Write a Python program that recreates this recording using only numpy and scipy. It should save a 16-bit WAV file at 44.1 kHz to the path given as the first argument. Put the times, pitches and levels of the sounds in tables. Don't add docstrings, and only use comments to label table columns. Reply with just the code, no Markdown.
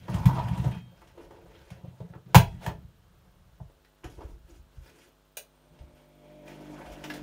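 import sys
import numpy as np
from scipy import signal
from scipy.io import wavfile

SR = 44100
rng = np.random.default_rng(int(sys.argv[2]) if len(sys.argv) > 2 else 0)


def elevation(decibels):
    levels = np.asarray(decibels, float)
    return 10 ** (levels / 20)


def bounce(signal):
    frames = np.transpose(np.atleast_2d(signal))
    limited = np.clip(frames, -1, 1)
    pcm = np.round(limited * 32767).astype(np.int16)
    wavfile.write(sys.argv[1], SR, pcm)


N = 318402
TIME = np.arange(N) / SR

# start_s, peak_db, centre_hz
PUSHES = [(0.083, -26, 186), (0.137, -15, 143), (0.198, -19, 127), (0.2535, -5, 150), (0.33, -22.5, 174),
          (0.392, -25, 140), (0.434, -28, 124), (0.501, -18, 120), (0.588, -17.5, 127), (0.656, -15, 137),
          (0.757, -29, 140), (1.706, -32, 160), (1.83, -31.5, 147), (1.87, -33.5, 146),
          (2.001, -30.5, 142.4), (2.036, -32, 166), (2.095, -34.5, 133.9), (2.15, -35, 134.9),
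          (2.254, -40, 146.1), (2.3515, 0.5, 134), (2.666, -20.5, 126), (2.838, -38.5, 86.1)]
# start_s, peak_db, centre_hz
STEPS = [(3.601, -33, 110), (3.638, -38.5, 86.1), (4.042, -32.5, 80), (4.091, -39.5, 52.6),
         (4.167, -37.5, 88), (4.235, -29, 51.1), (4.319, -36.5, 48.7), (4.429, -44, 51.1),
         (4.509, -44, 48.4), (4.58, -43, 53.8), (4.767, -35.5, 69.5), (4.792, -39, 59.2),
         (5.794, -37, 67.2), (5.823, -42.5, 54.5), (5.92, -47.5, 53.8)]
# start_s, length_s, sway_db, boom_db
JOSTLES = [(0, .07, -66, -46.5), (0.101, 0.59, -56, -29), (.28, .07, -41, -35), (.72, 0.098, -63, -42),
           (.92, 0.27, -61, -61.5), (1.2, 0.44, -55, -58.5), (1.72, 0.21, -61, -50.5),
           (1.98, 0.22, -68, -56), (2.269, 0.065, -60, -47), (2.4, .16, -39, -40),
           (2.621, .18, -50.5, -43.5), (2.86, .7, -58.5, -60), (3.63, .06, -51.5, -66),
           (4.05, .12, -51.5, -54.5), (4.228, .07, -42, -58), (4.36, 0.28, -60, -62),
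           (4.661, 0.39, -66, -66), (5.0, 1.4, -80, -76), (5.718, .14, -64, -60), (6.45, .77, -70, -63.5),
           (6.86, .07, -49, -75), (7.02, 0.074, -65, -56), (7.17, .05, -48, -78)]
JOSTLE_RISE_DB_S, JOSTLE_FALL_DB_S = 600, 130
# mode_hz, level_db, t60_s
CABINET_MODES = [(48.5, 2.5, 0.17), (69.2, -1.5, 0.22), (98, -5.5, 0.23), (127, -1, 0.2),
                 (169.6, -1.5, 0.15), (188.8, -6.5, 0.13)]

# centre_hz, width_hz, level_db
PANEL_MODES = [(290, 60, -1), (355, 40, 0), (445, 50, -1), (545, 60, -2), (670, 60, 0), (830, 60, -1),
               (940, 40, 3), (1025, 60, -3), (1135, 80, -5), (1265, 90, -6), (1440, 100, -9)]
# frequency_hz, density_db (per Hz)
MIDDLE = [(820, -30), (1400, -3), (1690, 1), (1820, -4.5), (2850, -5), (3710, -10.5), (6000, -19.5),
          (7800, -46.5), (13200, -120)]
# frequency_hz, density_db (per Hz)
BRIGHT = [(4500, -7), (6300, -3.5), (9000, -9), (11500, -4)]
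# frequency_hz, density_db (per Hz)
AIRY = [(11000, 0), (16500, 0)]
# start_s, length_s, scuff_db, scuff_centre_hz, hiss_db
RUBS = [(0, .05, -60, 468, -73), (.1, .05, -46.5, 600, -62.5), (.16, 0.071, -39.5, 940, -62),
        (.29, 0.096, -35, 955, -59.5), (.42, .14, -44, 900, -64), (.6, 0.085, -44.5, 710, -62.5),
        (.73, .05, -66, 900, -73), (.86, 0.34, -67, 535, -82.5), (.98, 0.037, -63, 600, -73.5),
        (1.19, 0.058, -52.5, 470, -76.5), (1.3, .13, -56.5, 453, -79.5), (1.46, 0.3, -62, 460, -74.5),
        (1.76, .36, -64, 570, -84.5), (2.3, .04, -55, 400, -78.5), (2.45, .1, -66, 700, -73),
        (2.62, .03, -69, 500, -64.5), (2.64, .02, -46, 700, -60), (2.76, 0.77, -72, 500.6, -92)]
# start_s, length_s, scuff_db, scuff_centre_hz, hiss_db
CLOTH = [
    (3.55, .45, -78, 450, -89),
    (4.07, .24, -59, 360, -73.5),
    (4.49, .07, -63.5, 350, -72.5),
    (4.72, 0.12, -72.5, 400, -78),
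    (4.85, .22, -62, 401, -72),
]
# start_s, length_s, scuff_db, scuff_centre_hz, hiss_db
WET_LOAD = [
    (5.55, .85, -70.5, 500, -89),
    (5.74, .1, -65, 600, -83),
    (5.96, 0.077, -66.5, 590, -78.5),
    (6.25, .2, -62.5, 577, -83),
    (6.47, 0.21, -54, 443, -69),
    (6.7, 0.17, -53, 600, -69),
    (6.87, 0.33, -54, 540, -66.5),
]
RUB_RISE_DB_S, RUB_FALL_DB_S = 400, 250
HAND_MIDDLE_DB, CLOTH_MIDDLE_DB, WET_MIDDLE_DB = 8, 3, 6
# start_s, dull_peak_db, dull_centre_hz, middle_db, bright_db
DOOR_KNOCKS = [(0.081, -31, 597, -50, -61), (0.143, -38, 940, -54, -54), (0.256, -25, 910, -34, -39.5),
               (0.388, -27, 940, -48, -57), (0.484, -46, 945, -51, -62), (0.576, -37, 805, -52, -57),
               (0.642, -22.5, 430, -49, -60), (0.711, -44, 400, -54, -66), (0.746, -35, 960, -54, -65),
               (1.017, -52, 1300, -68, -69), (1.073, -64, 468, -59.5, -72), (1.176, -41, 322, -63, -70),
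               (1.307, -38, 444, -64, -68), (1.703, -50, 649, -57, -59), (1.843, -35, 550, -68, -78),
               (2.002, -33, 484, -64, -71), (2.15, -38, 330, -65, -77)]
# start_s, dull_peak_db, dull_centre_hz, middle_db, bright_db
LATER_KNOCKS = [(3.6, -38, 655, -81, -73), (3.696, -50, 450, -71.5, -82), (3.847, -62.5, 676, -63, -71),
                (4.041, -34.5, 355, -49, -55), (4.098, -51, 350, -69, -69), (4.184, -35, 345, -81, -78),
                (4.207, -28, 690, -56, -73), (4.217, -36, 355, -70, -80), (4.497, -51.5, 350, -70, -70),
                (4.86, -55, 658, -64, -67), (5.789, -64, 598, -63, -79.5), (5.9, -54, 603, -82.5, -87),
                (6.48, -52, 301, -59, -63), (6.918, -48, 603, -70, -60), (7.04, -36, 660, -45, -49),
                (7.1, -34, 670, -47, -53), (7.138, -49, 603, -52, -55)]
# start_s, dull_peak_db, dull_centre_hz, middle_db, bright_db
SLAMS = [
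    (2.3455, -9, 880, -21, -23),
    (2.353, -8, 800, -18.5, -21.5),
    (2.6625, -24, 750, -36, -43),
    (5.3695, -35, 600, -60, -60),
]
KNOCK_T60_S, SLAM_T60_S = .075, .066
DULL_SHORTENS_S_PER_DB = .0006

# mode_hz, level_db, t60_s
DOOR_MODES = [(544, -5, .18), (655, -5, .16), (721, -4, .15), (832, -3, .16), (899, -2, .16), (948, 0, .12),
              (1021, -1, .13), (1139, -7, .13), (1264, -8, .13), (1440, -12, .12), (2550, -27, .35),
              (3320, -25, .35)]
# start_s, peak_db
DOOR_TAPS = [
    (.385, -41),
    (2.3465, -21),
    (2.3525, -19),
    (2.665, -39),
]
# mode_hz, level_db, t60_s
LATCH_MODES = [(1670, 1.5, 0.06), (2030, -8, 0.09), (5400, -9, .06), (670, -4.5, .07), (960, -5, .06),
               (2780, -9, .05)]
# start_s, peak_db
LATCH_TAPS = [
    (7.1, -43),
    (7.137, -61),
]
# start_s, peak_db
LATCH_RATTLE = [
    (7.103, -43),
    (7.107, -44),
    (7.113, -50),
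]
# mode_hz, level_db, t60_s
DRUM_MODES = [(1712, -9, .6), (1981, -10, .45), (2250, -14, .7), (2498, -6, .45), (2837, -5, .25),
              (3198, 0, .8), (3774, -10, .7), (4398, -14, .6)]
# start_s, peak_db
DRUM_TAPS = [
    (0.714, -57),
]
# mode_hz, level_db, t60_s
RIM_MODES = [(2455, -2, .25), (2545, 0, .35), (2640, -3, .2)]
# start_s, peak_db
RIM_TAPS = [
    (.716, -61),
    (.731, -63),
    (.749, -65),
]

# start_s, peak_db, top_hz, swell_s, t60_s
RAPS = [(.081, -34, 1500, .002, .08), (.13, -40, 3000, .014, .08), (.38, -42, 3200, .008, .1),
        (.59, -44, 3200, .008, .08), (.713, -45, 2800, .006, .2), (1.01, -52, 1700, .01, .12),
        (1.098, -54, 1500, .003, .06), (1.179, -44, 1400, .001, .04), (1.203, -48, 1300, .003, .08),
        (1.235, -50, 1500, .004, .06), (1.31, -48, 1200, .002, .05), (2.127, -48, 800, .001, .03),
        (2.135, -39, 1500, .002, .035), (2.149, -46, 1100, .004, .12), (2.257, -62, 3800, .005, .1),
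        (2.357, -20, 1300, .002, .06), (2.663, -26, 2400, .001, .05), (2.682, -34, 1100, .005, .15),
        (4.034, -46, 2400, .003, .06), (4.046, -41, 1500, .004, .1), (4.218, -44, 1300, .005, .1),
        (6.745, -50, 1300, .01, .1), (6.774, -43, 1400, .008, .12), (6.81, -48, 2400, .01, .12),
        (6.85, -45, 1700, .006, .08), (7.037, -34, 3200, .004, .09), (7.097, -36.5, 4200, .005, .1),
        (7.134, -41, 5000, .006, .12)]
# centre_hz, width_hz, level_db
RELAY_MODES = [(900, 600, -7), (1520, 300, -3), (2650, 700, 0), (3400, 300, -7), (4250, 300, -5),
               (5000, 500, -6), (6300, 1300, 0), (8900, 1100, 1), (9700, 500, -6), (12200, 1500, -3),
               (13700, 900, -9), (15100, 600, -7)]
RELAY_S, RELAY_DB, RELAY_T60_S, RELAY_WIDENING = 5.3695, -26.5, .065, 1.5

MAINS_HZ, SPIKE_S = 50.03, 5.199
BUZZ_ON_S, BUZZ_DB = 3.66, -76.5
# harmonic (multiple of the mains), level_db
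BUZZ = [(1, 7), (3, 2), (5, 0), (7, -2), (9, -2), (11, -3), (13, -3), (15, -11), (17, -5), (19, -11),
        (21, -11)]
# harmonic (multiple of the mains), level_db
WINDING = [(1, -7.5), (3, 2), (5, -2.5), (7, -4.5), (9, -13.5), (11, -24.5), (13, -10.5)]
# harmonic (multiple of the mains), level_db
ROTOR = [(2, -61), (4, -2.5), (6, 2.5), (8, -11)]
# harmonic (multiple of the mains), level_db
CASING = [(10, -10.5), (12, 3.5), (14, -6), (16, -23.5)]
# time_s, level_db
LOAD = [
    (5.36, -110),
    (5.5, -80),
    (5.8, -68.5),
    (6.1, -69.5),
    (6.3, -63),
    (6.75, -54.5),
    (6.9, -60.5),
    (7.05, -55.5),
    (7.22, -54),
]
ROTOR_DB, ROTOR_GROWTH = -61, 1.8
CASING_TOP_DB, CASING_GROWTH = -62, 1.5
# whistle_hz, level_db
SWITCHING = [(8624, -89), (8726, -88)]
SWITCHING_ON_S, SWITCHING_OFF_S = 5.45, 6.5
# centre_hz, width_hz, level_db (relative to the casing whine)
BRUSHES = [(2300, 260, -13), (3300, 300, -17)]

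# time_s, level_db
SLOSH = [
    (6.42, -90),
    (6.5, -64),
    (6.6, -68),
    (6.8, -54),
    (6.95, -62),
    (7.22, -60),
]
BUBBLES_PER_S, BUBBLE_LOW_HZ, BUBBLE_HIGH_HZ, BUBBLE_CYCLES = 500, 700, 2600, 14

# frequency_hz, t60_s
ROOM = [(300, .32), (1100, 0.17), (3000, .2), (8000, .16)]
ROOM_DB = -4.5
# frequency_hz, density_db (per Hz)
FLOOR = [(200, -16), (400, -10), (900, -13), (1300, -8.5), (2040, -20.5), (3300, -15.5), (4900, -22.5),
         (10000, -24.5), (16400, -33)]
FLOOR_DB = -70
# frequency_hz, density_db (per Hz)
HOUSE = [(62, 0), (125, -4)]
HOUSE_DB = -82
# low_hz, high_hz, level_db
PULSED_HISS = [(14200, 15800, -84.5), (11300, 13600, -88)]
PULSE_RATE_HZ, PULSE_CENTRE_S, PULSE_WIDTH_S, PULSE_SCATTER_DB = 30, 3.222, .006, 4.0
# centre_hz, width_hz, share_added (linear)
MICROPHONE = [(7770, 1300, -0.19), (10400, 1100, -0.51), (14800, 1900, 0.6)]
CUTOFF_HZ = 16100


def rms_one(x):
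    return x / np.sqrt(np.mean(x ** 2) + 1e-30)


def in_time(rows):
    s, *columns = np.transpose(rows)
    return [np.interp(TIME, s, c) for c in columns]


def at_hz(points, hz):
    point_hz, value = np.array(points).T[:2]
    return np.interp(np.log(hz), np.log(point_hz), value)


def drift(rate):
    r = np.exp(-80 * np.pi * rate / SR)
    white = rng.standard_normal(N // 40 + 2002)
    slow = signal.lfilter([1], [1, -2 * r, r * r], white)[2000:]
    return np.interp(np.arange(N) / 40, np.arange(len(slow)), rms_one(slow))


def ring(x, hz, t60):
    r, w = elevation(-60 / (t60 * SR)), 2 * np.pi * hz / SR
    return signal.lfilter([0, np.sin(w)], [1, -2 * r * np.cos(w), r * r], x + 1e-18)


def banded_noise(spectrum, patchy_db):
    out, together = 0, drift(15)
    low_hz, high_hz = spectrum[0][0], spectrum[-1][0]
    edges = low_hz * 2 ** np.arange(0, np.log2(high_hz / low_hz) + .2, .34)
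    white = rng.standard_normal((2, N))
    for k, (low, high) in enumerate(zip(edges, edges[1:])):
        sos = signal.butter(2, [low, high], "band", fs=SR, output="sos")
        band = signal.sosfilt(sos, white[k % 2])
        flicker_db = patchy_db * (0.77 * together + drift(39))
        out = out + band * elevation(at_hz(spectrum, np.sqrt(low * high)) + flicker_db)
    return rms_one(out)


def spells(rows, gains, rise_db_s, fall_db_s):
    t, start, length = TIME[::64], np.array(rows)[:, :1], np.array(rows)[:, 1:2]
    rise_db = -rise_db_s * np.maximum(start - t, 0)
    fall_db = -fall_db_s * np.maximum(t - start - length, 0)
    power = gains ** 2 @ elevation(rise_db + fall_db) ** 2
    return np.array([np.interp(TIME, t, line) for line in np.sqrt(power)])


def cabinet():
    shake_gains = elevation(np.array(JOSTLES)[:, 2:].T)
    sway, boom = spells(JOSTLES, shake_gains, JOSTLE_RISE_DB_S, JOSTLE_FALL_DB_S)
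    s, peak_db, centre_hz = np.transpose(PUSHES + STEPS)
    luck = rng.normal(0, 1.6, (len(s), len(CABINET_MODES)))
    out = np.zeros(N)
    for k, (hz, level_db, t60) in enumerate(CABINET_MODES):
        clicks = np.zeros(N)
        distance_db = 9.9 * np.log2(hz / centre_hz) ** 2
        clicks[(s * SR).astype(int)] = elevation(peak_db - 9 + level_db - distance_db + luck[:, k])
        push = signal.windows.hann(int(.4 * SR / hz))
        pushes = signal.oaconvolve(clicks, 2 * push / push.sum())[:N]
        shaking = (sway if k < 2 else boom) * elevation(-7.0 + level_db + 0.53 * drift(11))
        out += ring(pushes, hz, t60) * (-1) ** k
        out += shaking * rms_one(ring(rng.standard_normal(N), hz, t60))
    return out


def focus(centre_hz, spread_db):
    octaves = np.log2(np.array(PANEL_MODES)[:, :1] / centre_hz)
    gains = elevation(np.array(PANEL_MODES)[:, 2:] - spread_db * np.minimum(np.abs(octaves), 1.2))
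    return gains / np.sqrt(np.sum(gains ** 2, axis=0))


def rubbing():
    strokes = RUBS + CLOTH + WET_LOAD
    middle_over_db = np.repeat([HAND_MIDDLE_DB, CLOTH_MIDDLE_DB, WET_MIDDLE_DB],
                               [len(RUBS), len(CLOTH), len(WET_LOAD)])
    scuff_db, centre_hz, hiss_db = np.array(strokes)[:, 2:].T
    dull_gains = elevation(scuff_db - 2) * focus(centre_hz, spread_db=11)
    sharp_gains = elevation(np.array([hiss_db + middle_over_db, hiss_db - .6, hiss_db - 10.5]))
    dull = elevation(2.5 * drift(25)) * spells(strokes, dull_gains, RUB_RISE_DB_S, RUB_FALL_DB_S)
    sharp = elevation(1.6 * drift(27)) * spells(strokes, sharp_gains, RUB_RISE_DB_S, RUB_FALL_DB_S)
    return dull, sharp


def panels():
    dull, sharp = rubbing()
    for s, peak_db, centre_hz, middle_db, bright_db in DOOR_KNOCKS + LATER_KNOCKS + SLAMS:
        dullness_db = peak_db - bright_db
        t60 = (KNOCK_T60_S if peak_db < -22 else SLAM_T60_S) - DULL_SHORTENS_S_PER_DB * dullness_db
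        i = round(s * SR)
        t = TIME[:min(N - i, SR // 2)]
        rise_s = min(0.00018 * elevation(0.62 * dullness_db), .006)
        burst = elevation(-60 * t / max(t60, .01)) * (1 - np.exp(-t / rise_s))
        air_db = bright_db + .33 * (bright_db + 21)
        dull[:, i:i + len(t)] += elevation(peak_db - 6.5) * focus(centre_hz, spread_db=14.5) * burst
        sharp[:, i:i + len(t)] += np.outer(elevation(np.array([middle_db, bright_db, air_db]) + 1), burst)
    white = rng.standard_normal((2, N))
    out = sum(gain * banded_noise(colour, patchy_db=2.5)
              for gain, colour in zip(sharp, (MIDDLE, BRIGHT, AIRY)))
    for k, (hz, width_hz, _) in enumerate(PANEL_MODES):
        peak = signal.iirpeak(hz, hz / width_hz / 1.6, fs=SR)
        out += dull[k] * rms_one(signal.lfilter(*peak, signal.lfilter(*peak, white[k % 2])))
    return out


def struck(modes, taps):
    s, peak_db = np.transpose(taps)
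    out = np.zeros(N)
    for hz, level_db, t60 in modes:
        clicks = np.zeros(N)
        clicks[np.round(s * SR).astype(int)] = elevation(peak_db + level_db + rng.normal(0, 1, len(taps)))
        out += ring(clicks, hz, t60)
    return out


def raps():
    out, t = np.zeros(N + SR), TIME[:SR // 4]
    for s, peak_db, top_hz, swell_s, t60 in RAPS:
        sos = signal.butter(3, [280, top_hz], "band", fs=SR, output="sos")
        puff = rms_one(signal.sosfilt(sos, rng.standard_normal(len(t))))
        late = np.maximum(t - swell_s, 0)
        envelope = elevation(peak_db - 6 - 60 * late / t60) * np.minimum(t / swell_s, 1)
        out[round(s * SR):][:len(t)] += envelope * puff
    return out[:N]


def relay():
    out, t = np.zeros(N), TIME[:SR // 4]
    snap, shaken = rng.standard_normal(len(t)) * elevation(-60 * t / RELAY_T60_S), 0
    for hz, width_hz, db in RELAY_MODES:
        peak = signal.iirpeak(hz, hz / width_hz / RELAY_WIDENING, fs=SR)
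        shaken = shaken + elevation(db) * signal.lfilter(*peak, signal.lfilter(*peak, snap))
    out[round(RELAY_S * SR):][:len(t)] = elevation(RELAY_DB) * shaken / np.abs(shaken).max()
    return out


def electrics():
    turn = 2 * np.pi * MAINS_HZ * (TIME - SPIKE_S)
    load_db, = in_time(LOAD)
    rotor_db = ROTOR_DB + ROTOR_GROWTH * (load_db + 60)
    casing_db = CASING_TOP_DB + np.minimum(CASING_GROWTH * (load_db + 64), 0)
    buzz_on = np.clip((TIME - BUZZ_ON_S) / .05, 0, 1)
    out = buzz_on * sum(elevation(BUZZ_DB + db) * np.cos(k * turn) for k, db in BUZZ)
    parts = ((load_db, WINDING, 1.5, .25), (rotor_db, ROTOR, 2.5, .8), (casing_db, CASING, 2.5, .8))
    for level_db, orders, waver_db, slip in parts:
        for k, db in orders:
            lag = 1.5 - .17 * (round(k) - 3) ** 2 + slip * drift(7)
            out += elevation(level_db + db + waver_db * drift(15)) * np.cos(round(k) * turn + lag)
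    switch_s = [SWITCHING_ON_S, SWITCHING_ON_S + .05, SWITCHING_OFF_S, SWITCHING_OFF_S + .2]
    on = np.interp(TIME, switch_s, [0, 1, 1, 0])
    for hz, db in SWITCHING:
        out += on * elevation(db + 2.35 * drift(5.7)) * np.cos(2 * np.pi * hz * TIME + 1.4 * drift(9.8))
    for hz, width_hz, db in BRUSHES:
        hiss = signal.lfilter(*signal.iirpeak(hz, hz / width_hz, fs=SR), rng.standard_normal(N))
        out += elevation(casing_db + db) * rms_one(hiss)
    return np.sqrt(2) * out


def slosh():
    level_db, = in_time(SLOSH)
    bursts = rng.random(N) < BUBBLES_PER_S / SR
    strength = elevation(4 * np.minimum(rng.exponential(1, N), 4)) * rng.choice([-1, 1], N)
    pitches = np.geomspace(BUBBLE_LOW_HZ, BUBBLE_HIGH_HZ, 14)
    dealt = rng.integers(0, 14, N)
    rings = sum(ring(strength * bursts * (dealt == k), hz, BUBBLE_CYCLES / hz)
                for k, hz in enumerate(pitches))
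    return elevation(level_db) * rms_one(signal.lfilter([.2], [1, -.8], rings))


def room(x):
    t, echo = TIME[:SR // 2], 0
    for hz in 180 * 2. ** np.arange(7):
        sos = signal.butter(2, [hz, min(2 * hz, .45 * SR)], "band", fs=SR, output="sos")
        band = signal.sosfilt(sos, rng.standard_normal(len(t)))
        echo = echo + band * elevation(-60 * t / at_hz(ROOM, hz * np.sqrt(2)))
    echo = echo * (t > .003)
    return elevation(ROOM_DB) * signal.oaconvolve(x, echo / np.sqrt(np.sum(echo ** 2)))[:N]


def pulsed_hiss():
    pulse_no = np.round((TIME - PULSE_CENTRE_S) * PULSE_RATE_HZ).astype(int)
    count = pulse_no.max() - pulse_no.min() + 1
    out = 0
    for low_hz, high_hz, db in PULSED_HISS:
        strength, jitter = rng.standard_normal((2, count))[:, pulse_no - pulse_no.min()]
        offset_s = TIME - PULSE_CENTRE_S - pulse_no / PULSE_RATE_HZ - .003 * jitter
        pulse = np.exp(-.5 * (offset_s / PULSE_WIDTH_S) ** 2)
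        sos = signal.butter(3, [low_hz, high_hz], "band", fs=SR, output="sos")
        hiss = rms_one(signal.sosfilt(sos, rng.standard_normal(N)))
        out = out + elevation(db + PULSE_SCATTER_DB * strength) * pulse * hiss
    return out


def still_air():
    return elevation(FLOOR_DB) * banded_noise(FLOOR, patchy_db=.25)


def house():
    return elevation(HOUSE_DB) * banded_noise(HOUSE, patchy_db=1.5)


def scene():
    body = cabinet() + electrics()
    latch = struck(LATCH_MODES, LATCH_TAPS) + struck(LATCH_MODES, LATCH_RATTLE)
    contact = panels() + latch + raps() + relay() + slosh()
    drum = struck(DRUM_MODES, DRUM_TAPS) + struck(RIM_MODES, RIM_TAPS)
    rings = struck(DOOR_MODES, DOOR_TAPS) + drum
    background = pulsed_hiss() + still_air() + house()
    return (body + contact + room(contact) + rings + background)[None]


def band_limit(x):
    return signal.sosfilt(signal.butter(12, 16570, fs=SR, output="sos"), x)


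def record(dry):
    for hz, width_hz, share in MICROPHONE:
        dry = dry + share * signal.lfilter(*signal.iirpeak(hz, hz / width_hz, fs=SR), dry)
    lean = signal.sosfilt(signal.butter(2, 33, "high", fs=SR, output="sos"), dry)
    dulled = signal.sosfilt(signal.cheby2(16, 50, CUTOFF_HZ, fs=SR, output="sos"), lean)
    rounded = dulled / (1 + np.abs(dulled) ** 6) ** (1 / 6)
    return band_limit(rounded)


dry = scene()
out = record(dry)
bounce(out)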